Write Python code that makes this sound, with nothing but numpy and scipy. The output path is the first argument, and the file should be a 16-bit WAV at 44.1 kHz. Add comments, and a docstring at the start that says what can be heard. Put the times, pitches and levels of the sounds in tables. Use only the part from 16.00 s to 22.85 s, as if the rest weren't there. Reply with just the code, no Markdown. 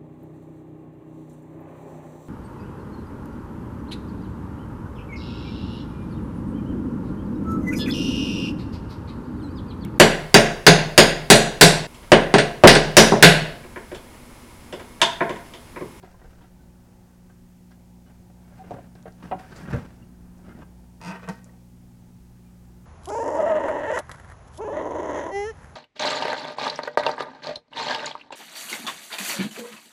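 """Mains hum and soft air noise in a small wooden shed, with a first knock almost at once. A hand
unlatches a wire mesh lid on a wooden pen: knocks and ticks on frame and wire, the lid drags and drops
with a thud, then a hinge creaks as it swings up. A hand-held phone hears it from close by.
Blows, rubbing strokes and hinge slips are noisy forces that ring banks of damped modes in wood and mesh;
the hum is sines, the air coloured noise, and ticks and squeaks are filtered bursts and brief tones."""
import sys
import numpy as np
from scipy import signal
from scipy.fft import rfft, irfft, next_fast_len
from scipy.io import wavfile
from scipy.ndimage import uniform_filter1d

SR = 44100
rng = np.random.default_rng(int(sys.argv[2]) if len(sys.argv) > 2 else 0)


def undo_db(level):
    """Turn decibels back into plain size, where 20 dB means ten times bigger."""
    steps = np.asarray(level, float) / 20
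    return 10 ** steps


def output_pcm(signal):
    """Save a mono or channel-first signal as 16-bit PCM at the path in sys.argv[1].

    Samples are clipped to [-1, 1] before scaling.
    """
    pcm = np.clip(np.atleast_2d(signal).T, -1, 1) * 32767
    wavfile.write(sys.argv[1], SR, np.round(pcm).astype(np.int16))


N = 302305
T = np.arange(N) / SR

# ringing modes of the pen with its lid shut: (pitch_hz, relative_db, t60_s)
BOX = [(82, -1, 0.17), (137, -3, 0.14), (182.5, 3.5, 0.11), (232, 0.5, 0.1), (280, -3.5, 0.062),
       (343.5, -8, 0.13)]
FRAME = [(420, -9, 0.034), (477, -3, 0.095), (570, -1, 0.1), (610, -0.5, 0.043), (750, 2, 0.064),
         (700, 6.5, 0.054), (917, -1, 0.074), (1010, -4.5, 0.07)]
SLATS = [(1192, -6, 0.033), (1308, -3, 0.11), (1413, -3.5, 0.14), (1555, 6, 0.015), (1600, 1.5, 0.089),
         (1900, 0, 0.072), (2065, -5.5, 0.12), (2466, -0.5, 0.045), (2750, -7.5, 0.089),
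         (2900, -5.5, 0.098)]
MESH = [(3730, -6, 0.017), (4350, -3, 0.015), (4870, 5, 0.019), (5580, 0.5, 0.025), (6040, -5, 0.049),
        (6590, 0, 0.025), (7000, -11, 0.055), (7460, -6.5, 0.03), (8580, 4.5, 0.014), (9400, -18, .012),
        (11400, -5, 0.014), (12400, -13, 0.01)]
# once raised, the lid hangs free and rings clearer: (pitch_hz, relative_db, t60_s)
LID_LOW = [(189.5, 2.5, 0.26), (196.2, -8, 0.18), (270, -17, 0.079), (372, -20.5, 0.061)]
LID_MID = [(496.4, 0, 0.13), (660, -4.5, 0.1), (700, -6.5, 0.089), (760, -5.5, 0.099), (914.5, 1.5, 0.11)]
LID_HIGH = [(1165, -7, 0.073), (1360, -2, 0.072), (1540, -1.5, 0.09), (1600, -3.5, .07), (1894, 3.5, 0.049),
            (2053, -4.5, 0.07), (2540, -3.5, 0.08), (2670, -6.5, 0.069), (3000, -9, 0.081)]
# the four parts in order: frame or middle, box or low, slats or high, wire mesh
SHUT = (FRAME, BOX, SLATS, MESH)
RAISED = (LID_MID, LID_LOW, LID_HIGH, MESH)
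RAISED_S = 4.95  # events after this time ring the raised lid


def unit(x):
    """Scale to rms 1."""
    return x / np.sqrt(np.mean(x ** 2))


def curves(rows, silent=None):
    """Columns of a table as sample-rate lines; the first column is time in seconds."""
    s, *columns = np.transpose(rows)
    return [np.interp(T, s, c, left=silent, right=silent) for c in columns]


def band(x, lo_hz, hi_hz):
    """Band-pass."""
    sos = signal.butter(2, [lo_hz, min(hi_hz, .45 * SR)], "bandpass", fs=SR, output="sos")
    return signal.sosfilt(sos, x)


def walk(rate):
    """Random levels held 1 / rate s and smoothed twice; spread near 1."""
    k = int(SR / rate)
    steps = np.repeat(rng.standard_normal(N // k + 1), k)
    return 1.57 * uniform_filter1d(uniform_filter1d(steps, k), k)[:N]


def add(out, x, s):
    """Mix x into out from time s."""
    i = max(int(s * SR), 0)
    out[i:i + len(x)] += x[:N - i]


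def swells(s, rise, fall, db):
    """Level in dB of overlapping swells: each climbs to its peak and falls away; the highest sets the level."""
    grid = T[::32]
    late = grid - np.array(s)[:, None]
    # rise and fall are seconds per 20 dB; anything below 5 ms acts as 5 ms
    before = -late / np.maximum(rise, .005)[:, None]
    after = late / np.maximum(fall, .005)[:, None]
    drop = np.where(late < 0, before, after)
    loudest = np.max(np.array(db)[:, None] - 20 * drop, axis=0)
    return np.interp(T, grid, np.maximum(loudest, -120))


def haze(x, modes, skirt_db=-27.0):
    """Countless small modes: a smooth colour along the outline of the named ones, falling off beyond them."""
    hz, db, _ = np.transpose(modes)
    size = next_fast_len(len(x))
    octave = np.log2(np.fft.rfftfreq(size, 1 / SR) + 1)
    outside = np.maximum(np.log2(hz[0]) - octave, 0) + np.maximum(octave - np.log2(hz[-1]), 0)
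    outline = np.interp(octave, np.log2(hz), uniform_filter1d(db, size=3))
    colour = undo_db(outline + skirt_db * outside)
    return irfft(rfft(x, size) * colour / np.sqrt(np.mean(colour ** 2)), size)[:len(x)]


def ring(modes, dense_db, scatter_db, favour_db=0., detune=0.016):
    """Response to a tap: the named modes, struck differently each time, over a fading haze."""
    hz, db, t60 = np.transpose(modes)[:, :, None]
    t = T[:int(min(t60.max(), .3) * SR)]
    chance = rng.standard_normal((2, len(modes), 1))
    gain = undo_db(db + favour_db + scatter_db * chance[0])
    sines = np.sin(2 * np.pi * hz * (1 + detune * chance[1]) * t)
    tones = np.sum(gain * undo_db(-60 * t / t60) * sines, axis=0)
    favoured = np.hstack([hz, db + favour_db, t60])
    fading = haze(rng.standard_normal(len(t)), favoured) * undo_db(-60 * t / np.median(t60))
    both = band(unit(tones) + undo_db(dense_db) * unit(fading), 0.57 * hz.min(), 1.45 * hz.max())
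    return both / np.sqrt(np.sum(both ** 2))


def pen(force, parts, levels_db, dense_db):
    """A running force rings each part at its own level."""
    out = np.zeros(N)
    for modes, db in zip(parts, levels_db):
        response = ring(modes, dense_db, 1.0, detune=0.0028)
        out += signal.oaconvolve(force * undo_db(db), response)[:N]
    return out


def rub(parts, levels_db, haze_db, modes_db):
    """Dense small catches in flurries stir the haze of every part and the named modes of the wood."""
    catches = undo_db(3.4 * np.minimum(rng.exponential(size=N), 5.5))
    grains = rng.standard_normal(N) * catches * undo_db(1.9 * walk(150))
    force = unit(grains * undo_db(1.34 * walk(35)))
    rasp = sum(haze(force * undo_db(db), modes) for modes, db in zip(parts, levels_db))
    return undo_db(haze_db) * rasp + undo_db(modes_db) * pen(force, parts[:-1], levels_db, -28.0)


def hum():
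    """Mains multiples, each wavering on its own, the lowest the most; standing waves shape the first four."""
    # the phone sinks towards the pen through the standing waves: (time_s, travelled_m)
    path = [(0, 0.037), (.5, 0.18), (1, 0.2), (1.7, 0.24), (2.4, 0.26), (3, 0.49), (4.1, 0.41), (4.9, 0.27),
            (5.6, 0.49), (6.2, 0.6), (6.85, 0.58)]
    # first four mains multiples: (level_db at the loudest place, loudest_place_m)
    standing = [(-56, 0.74), (-54, 0.68), (-51.5, 0.43), (-58.5, 0.41)]
    # higher multiples: (multiple of the mains, relative_db)
    buzz = [(5, -5), (6, 0), (8, -13), (9, -6), (11, -15)]
    # multiples locked to the mains, the others start at random: multiple -> phase_turns
    lock = {1: 0, 2: .615, 3: .73, 4: .265, 6: .18}
    mains_hz, sound_m_s = 60.015, 343
    node_db = -19  # floor left in the nodes
    buzz_db, buzz_db_per_m = -66.5, -9.5
    slip_rad = .3  # phase wander of the lowest line

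    place = curves(path)[0]
    lines = []
    for k, (db, m) in enumerate(standing, start=1):
        wave = np.cos(2 * np.pi * k * mains_hz * (place - m) / sound_m_s)
        lines.append((k, db + 10 * np.log10(wave ** 2 + undo_db(2 * node_db))))
    for k, db in buzz:
        lines.append((k, buzz_db + buzz_db_per_m * place + db))
    out = np.zeros(N)
    for k, db in lines:
        level = np.sqrt(2) * undo_db(db + (0.5 + 1.66 / k ** 2) * walk(10))
        turns = k * mains_hz * T + lock.get(k, rng.random())
        out += level * np.cos(2 * np.pi * turns + slip_rad / k * walk(6.3))
    return out


def air():
    """Steady air and microphone noise, coloured in the spectrum; its bands breathe and flicker separately."""
    # colour of the noise: (frequency_hz, relative_db per Hz)
    spectrum = [(12, -63), (20, -2.5), (137, -10.5), (181, -8.5), (254, -10), (292, -16), (365, -15),
                (408, -21.5), (539, -21), (637, -23.5), (866, -19), (1050, -28.5), (3700, -37), (6650, -35),
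                (15800, -39.5)]
    size = next_fast_len(N)
    hz = np.fft.rfftfreq(size, 1 / SR)
    points = np.array(spectrum)
    colour = undo_db(np.interp(np.log(hz + 1), np.log(points[:, 0]), points[:, 1]))
    noise = rfft(rng.standard_normal(size)) * colour
    sway = np.zeros(N)
    # (from_hz, to_hz, sway_db)
    for lo, hi, db in ((0, 450, 1.2), (450, 1000, 1.3), (1000, 2000, 1.1), (2000, SR, .2)):
        layer = irfft(noise * (hz >= lo) * (hz < hi), size)[:N]
        sway += layer * undo_db(db * (walk(2.555) + 0.5 * walk(16)))
    drone = unit(band(rng.standard_normal(N), 93.0, 106.5))  # soft and rough, under the second hum line
    return undo_db(-56) * unit(sway) + undo_db(-63.5) * drone


def sizzle():
    """A faint narrow hiss high up: a fast random level on a sine of drifting pitch."""
    # (time_s, pitch_hz, gain_db)
    drift = [(2.2, 9200, -100), (2.5, 9200, -83), (3.3, 9140, -74.5), (4.1, 9400, -80), (5, 9400, -81),
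             (5.6, 9500, -100)]
    hz, db = curves(drift)
    return undo_db(db) * walk(600) * np.sin(2 * np.pi * np.cumsum(hz) / SR)


def grip():
    """Fingers shifting on the phone: slow pressure on its body as swelling low noise."""
    # (peak_s, rise_s per 20 dB, fall_s per 20 dB, peak_level_db)
    shifts = [(.096, -2, 1, -56), (.298, 0.17, 0.18, -42), (.47, -1, 0.5, -53), (.73, -0.5, -0.5, -43),
              (.88, -1, 7, -68)]
    return unit(band(rng.standard_normal(N), 12.3, 43.0)) * undo_db(swells(*np.transpose(shifts)))


def squeaks():
    """Short squeaks of rubbed wire: brief sines whose phase wavers at random."""
    # (start_s, length_s, pitch_hz, level_db)
    chirps = [(0.106, 0.006, 1680, -67), (.59, 0.04, 1520, -71), (2.06, 0.035, 2950, -72),
              (2.43, 0.092, 2240, -76.5), (2.589, 0.041, 760, -45), (3.634, 0.0085, 1620, -48),
              (3.684, 0.0083, 1600, -45), (4.022, 0.012, 2800, -62.5), (4.435, 0.086, 1294, -64.5),
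              (5.492, 0.0067, 1900, -59), (6.45, 0.036, 2400, -74)]
    out = np.zeros(N)
    for s, length, hz, db in chirps:
        t = T[:int(length * SR)]
        wobble = np.cumsum(rng.standard_normal(SR // 5))[:len(t)] * 0.0051
        tone = np.sqrt(2) * np.sin(2 * np.pi * hz * t + wobble)
        add(out, undo_db(db) * signal.windows.tukey(len(t), .4) * tone, s)
    return out


def ticks():
    """Bare ticks and short scuffs of wire on wire: band-passed noise, a sharp click with a short fizz."""
    # (start_s, peak_db, pitch_hz, fizz_ms, click_over_fizz_db)
    taps = [(0.026, -54.5, 3500, 17, -7), (0.418, -57, 3000, 12, -6), (1.709, -57, 4200, 18, -8),
            (2.707, -47, 2760, 6.8, -4), (2.708, -52, 5060, 8, 0.5), (2.9534, -46, 5260, 4.5, 16),
            (3.027, -45, 4830, 3, 14.5), (3.1232, -47.5, 5000, 4.4, 14), (3.227, -52.5, 4190, 17, 3.5),
            (3.519, -49, 4000, 8.6, -3), (3.561, -42.5, 5500, 18, -6), (3.561, -58, 10100, 10, -3),
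            (3.602, -58, 10000, 7, -3), (3.63, -52, 7500, 14, -3.5), (3.701, -55, 9000, 10, 2),
            (3.73, -44.5, 5050, 17, -1), (3.733, -51, 10500, 6, 5), (3.744, -50, 10000, 5.5, -3),
            (3.763, -49, 5540, 4.6, 1), (3.765, -53, 10500, 5, 0), (3.826, -57, 5000, 5, 0),
            (4.3794, -58, 6220, 8, 1), (5.276, -48, 7000, 3, 6), (5.2878, -33, 6600, 2.6, 1),
            (5.296, -36, 5300, 4.9, 6), (5.3567, -49, 7000, 2.3, 13.5), (5.4436, -37, 7000, 11, 13.5)]
    out = np.zeros(N)
    t = T[:SR // 10]
    for s, db, hz, ms, click_db in taps:
        snap = undo_db(click_db) * np.exp(-t * 2500)
        fizz = (1 - np.exp(-t * 1500)) * np.exp(-t * 1000 / max(ms, .3))
        click = band(rng.standard_normal(len(t)) * (snap + fizz), 0.7 * hz, 1.37 * hz)
        click = band(click, 0.56 * hz, 1.73 * hz)
        add(out, undo_db(db) * click / np.abs(click).max(), s)
    return out


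def drag():
    """Lid and hand rubbing and rattling: dull on the shut lid, singing in the modes once it is raised."""
    # (peak_s, rise_s per 20 dB, fall_s per 20 dB, peak_drive_db, weight_db)
    strokes = [(0.05, .03, 0.2, -59, -15), (0.235, 0.15, 0.16, -56.5, -6), (0.335, 0.5, 0.2, -61.5, -13),
               (0.425, 0.2, 0.23, -59, -8), (0.7, 0.4, 0, -69.5, 17), (1.03, 2.7, 0.5, -68, -11),
               (2.075, 0, 0.1, -59, -6), (2.105, -0.2, 0.1, -58.5, -4), (2.302, -0.2, -0.15, -59, 9),
               (2.45, 0.17, 1.2, -61.5, -3), (2.6, 0.2, 0.1, -55.5, -5), (2.65, -0.1, -0.5, -53, -3),
               (2.745, 0.25, 0.07, -49.5, 2), (2.79, 0.4, 0.15, -51, 3.5), (2.955, -0.5, 0.16, -55, 3),
               (3.08, -0.34, 0.02, -47, 3), (3.237, 0.09, 0.22, -47.5, -1), (3.394, 0.03, 0.295, -46, -8),
               (3.46, -0.5, 0.4, -50.5, -15), (3.525, -1, 0.43, -46, -3), (3.569, 0.15, 0.48, -46.5, -13.5),
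               (3.71, .5, 0.12, -43.5, -2), (3.745, 0.25, 0.19, -39, 1), (4.0, -2, 0.5, -61, 10),
               (4.494, 0.16, 0.04, -54, 2), (4.584, -0.18, 0.58, -66, 13), (4.633, 0.3, -0.01, -51.5, 2),
               (4.75, -4, 0.5, -69, 2), (5.007, -0.1, -0.01, -47, 5), (5.09, 0.05, 0.2667, -44.5, -2.5),
               (5.16, -0.32, -0.0564, -39.5, -2), (5.23, 0, 0.16, -44, -0.5),
               (5.293, -0.05, 0.0878, -48, -8.5), (5.33, -2, 0.02, -53.5, -2), (5.459, -2, 0.2, -58.5, 13)]
    # how a stroke reaches the four parts; heavy ones favour the bass of the shut lid, light ones the wire:
    # (offset_db, db per dB of weight)
    shut_reach = [(-2, 0), (6, 0.75), (-6, -0.17), (-16.5, -0.5)]
    raised_reach = [(-1.5, 0.26), (-7.5, -1.1), (-1, -0.62), (-19, -2.3)]
    levels_db = []
    for reach, raised in ((shut_reach, False), (raised_reach, True)):
        chosen = [row for row in strokes if (row[0] > RAISED_S) == raised]
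        s, rise, fall, db, weight = np.transpose(chosen)
        levels_db.append([swells(s, rise, fall, db + part_db + share * weight) for part_db, share in reach])
    return rub(SHUT, levels_db[0], -3.0, -11.5) + rub(RAISED, levels_db[1], -6.0, -3.0)


def creak():
    """Hinge stick-slip: every turn of the phase is a sharp tap, and grit grinds on between slips."""
    # (time_s, slips_per_s, force_db)
    hinge = [(5.0142, 87, -50), (5.059, 88.6, -45), (5.062, 166, -45), (5.082, 205, -41),
             (5.097, 186, -45.5), (5.11, 110, -43), (5.14, 130, -49), (5.18, 133, -59)]
    # how the slips reach the four parts: (db while the hinge bears the lid, db once the hand has the weight)
    creak_reach = [(2.5, 4), (7, -13), (-1.5, -3.5), (-6, -17)]
    unloading_s = [5.095, 5.125]
    low_hz, slip_top_hz = 37.0, 12600  # a slip is too slow to excite more
    rate, force_db = curves(hinge, silent=-120)
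    levels = [force_db + np.interp(T, unloading_s, [loaded, free]) for loaded, free in creak_reach]
    phase = np.cumsum(np.maximum(rate, 0) * undo_db(.25 * walk(150)) / SR)
    slips = np.diff(np.ceil(phase), prepend=0) * undo_db(1.5 * rng.standard_normal(N))
    slips = slips * np.sqrt(SR / np.maximum(rate, 1))  # even power at every slip rate
    grit = rng.standard_normal(N) * undo_db(2.8 * rng.exponential(size=N))
    force = band(slips + undo_db(-5.0) * unit(grit), low_hz, slip_top_hz)
    force = band(force, low_hz, slip_top_hz)
    wood = pen(force, RAISED[:-1], levels, -2.1)
    return wood + pen(force, RAISED[-1:], levels[-1:], -8.0)


def knocks():
    """Blows on the wood: a push, longer for low pitches, with contact chatter, rings the modes near its pitch."""
    # (start_s, frame_peak_db, box_peak_db, slats_peak_db, struck_pitch_hz)
    blows = [(0.028, -50, -43, -49.5, 1400), (0.035, -35.5, -38.5, -49, 563), (0.046, -60, -52, -46, 1600),
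             (0.073, -45, -53, -54, 800), (0.143, -43.5, -70, -55, 910), (0.215, -44.5, -48, -49, 1060),
             (0.244, -43, -58, -51, 550), (0.33, -52, -53, -57, 900), (0.413, -51.5, -49, -55, 900),
             (0.44, -52, -52, -54, 700), (1.298, -49, -66, -50.5, 740), (1.708, -51.5, -61, -55, 870),
             (1.717, -56, -64, -51, 1600), (2.063, -58, -60, -55, 864), (2.097, -51, -65, -53, 850),
             (2.299, -46.5, -48, -67, 509), (2.524, -46.5, -62, -53, 727), (2.639, -41.5, -52, -47, 463),
             (2.708, -23.5, -38, -43, 660), (2.717, -29.5, -33, -55, 736), (2.728, -36, -46, -55, 760),
             (2.738, -45, -34, -49, 497), (2.745, -31.5, -36, -49, 640), (2.763, -34, -42, -48, 600),
             (2.785, -35, -44, -51, 700), (2.952, -46, -58, -59, 554), (3.056, -30, -41.5, -44, 594),
             (3.064, -31.5, -44, -49, 560), (3.078, -37, -66, -46, 643), (3.225, -43, -46, -42.5, 1700),
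             (3.238, -47, -32.5, -45, 440), (3.3129, -20, -32.5, -31, 960), (3.317, -27, -35, -28.5, 990),
             (3.322, -17, -36, -39, 745), (3.333, -29.5, -38, -42, 800), (3.343, -30, -35, -45, 700),
             (3.354, -43, -36, -58, 450), (3.519, -50, -41.5, -41, 680), (3.587, -54, -42, -40, 900),
             (3.607, -57, -32.5, -43, 450), (3.632, -55, -34.5, -47, 500), (3.654, -51, -45, -38, 900),
             (3.675, -48, -38, -38, 600), (3.684, -50, -26.5, -41, 450), (3.711, -47, -37, -47, 450),
             (3.726, -34, -27, -31, 400), (3.732, -30, -23.5, -31, 307), (3.739, -27, -16.5, -41, 336),
             (3.748, -28, -24.5, -36, 420), (3.76, -34, -27, -41, 455), (3.769, -32, -24, -39, 434),
             (3.785, -34, -31, -43, 452), (3.826, -54, -34, -47, 496), (4.012, -63, -45, -56, 552),
             (4.389, -51, -50, -56, 910), (4.482, -44, -35.5, -56, 644), (4.493, -58, -44, -44, 2100),
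             (4.509, -53, -39, -44.5, 644), (4.55, -52, -36, -52, 640), (4.591, -42.5, -36.5, -55, 684),
             (4.62, -41, -45, -40.5, 1290), (5.276, -39, -35, -33, 660), (5.282, -32.5, -41, -39, 700),
             (5.287, -29, -28.5, -29, 910), (5.294, -30.5, -35.5, -37, 610), (5.533, -53, -51, -62, 760)]
    # modes that a blow favours in frame, box and slats: (multiple of the struck pitch, db per octave squared)
    favour = [(1, -38), (.42, -9.5), (1, -3)]
    contact_s, push_cycles = 0.0076, 0.41  # chatter time; push length in cycles of the struck pitch
    out, t = np.zeros(N), T[:SR // 10]
    for s, *levels_db, hz in blows:
        parts = RAISED if s > RAISED_S else SHUT
        contact = (1 - np.exp(-t / 0.0011)) * np.exp(-(t / contact_s) ** 2)
        chatter = rng.standard_normal(len(t)) * contact
        push = np.sin(np.pi * np.minimum(t * hz / push_cycles, 1)) ** 2
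        force = undo_db(-3.0) * chatter / np.sqrt(np.sum(chatter ** 2)) + push / push.sum()
        for modes, db, (ratio, slope_db) in zip(parts, levels_db, favour):
            favour_db = slope_db * np.log2(np.array(modes)[:, :1] / (ratio * hz)) ** 2
            blow = signal.fftconvolve(force, ring(modes, -7., 2., favour_db))
            add(out, undo_db(db) * blow / np.abs(blow).max(), s)
    return out


def shed_echo(x):
    """The short, damped echo of the shed: decaying band-passed noise that starts after 4 ms."""
    t60_s, echo_db = 0.35, -17
    t = T[:SR // 2]
    walls = band(rng.standard_normal(len(t)), 59.0, 7100.0) * undo_db(-60 * t / t60_s) * (t > .004)
    return undo_db(echo_db) * signal.oaconvolve(x, walls / np.sqrt(np.sum(walls ** 2)))[:N]


def scene():
    """Handling sounds with the echo of the shed, over hum, air, hiss and the grip on the phone."""
    background = hum() + air() + sizzle() + grip()
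    handling = squeaks() + ticks() + drag() + creak() + knocks()
    return (background + handling + shed_echo(handling))[None]


def low_pass(x):
    """Removes everything above the highest recorded frequency."""
    return signal.sosfilt(signal.butter(12, 16470, fs=SR, output="sos"), x)


def record(dry):
    """The finished mix as the phone delivers it."""
    return low_pass(dry)


dry = scene()
out = record(dry)
output_pcm(out)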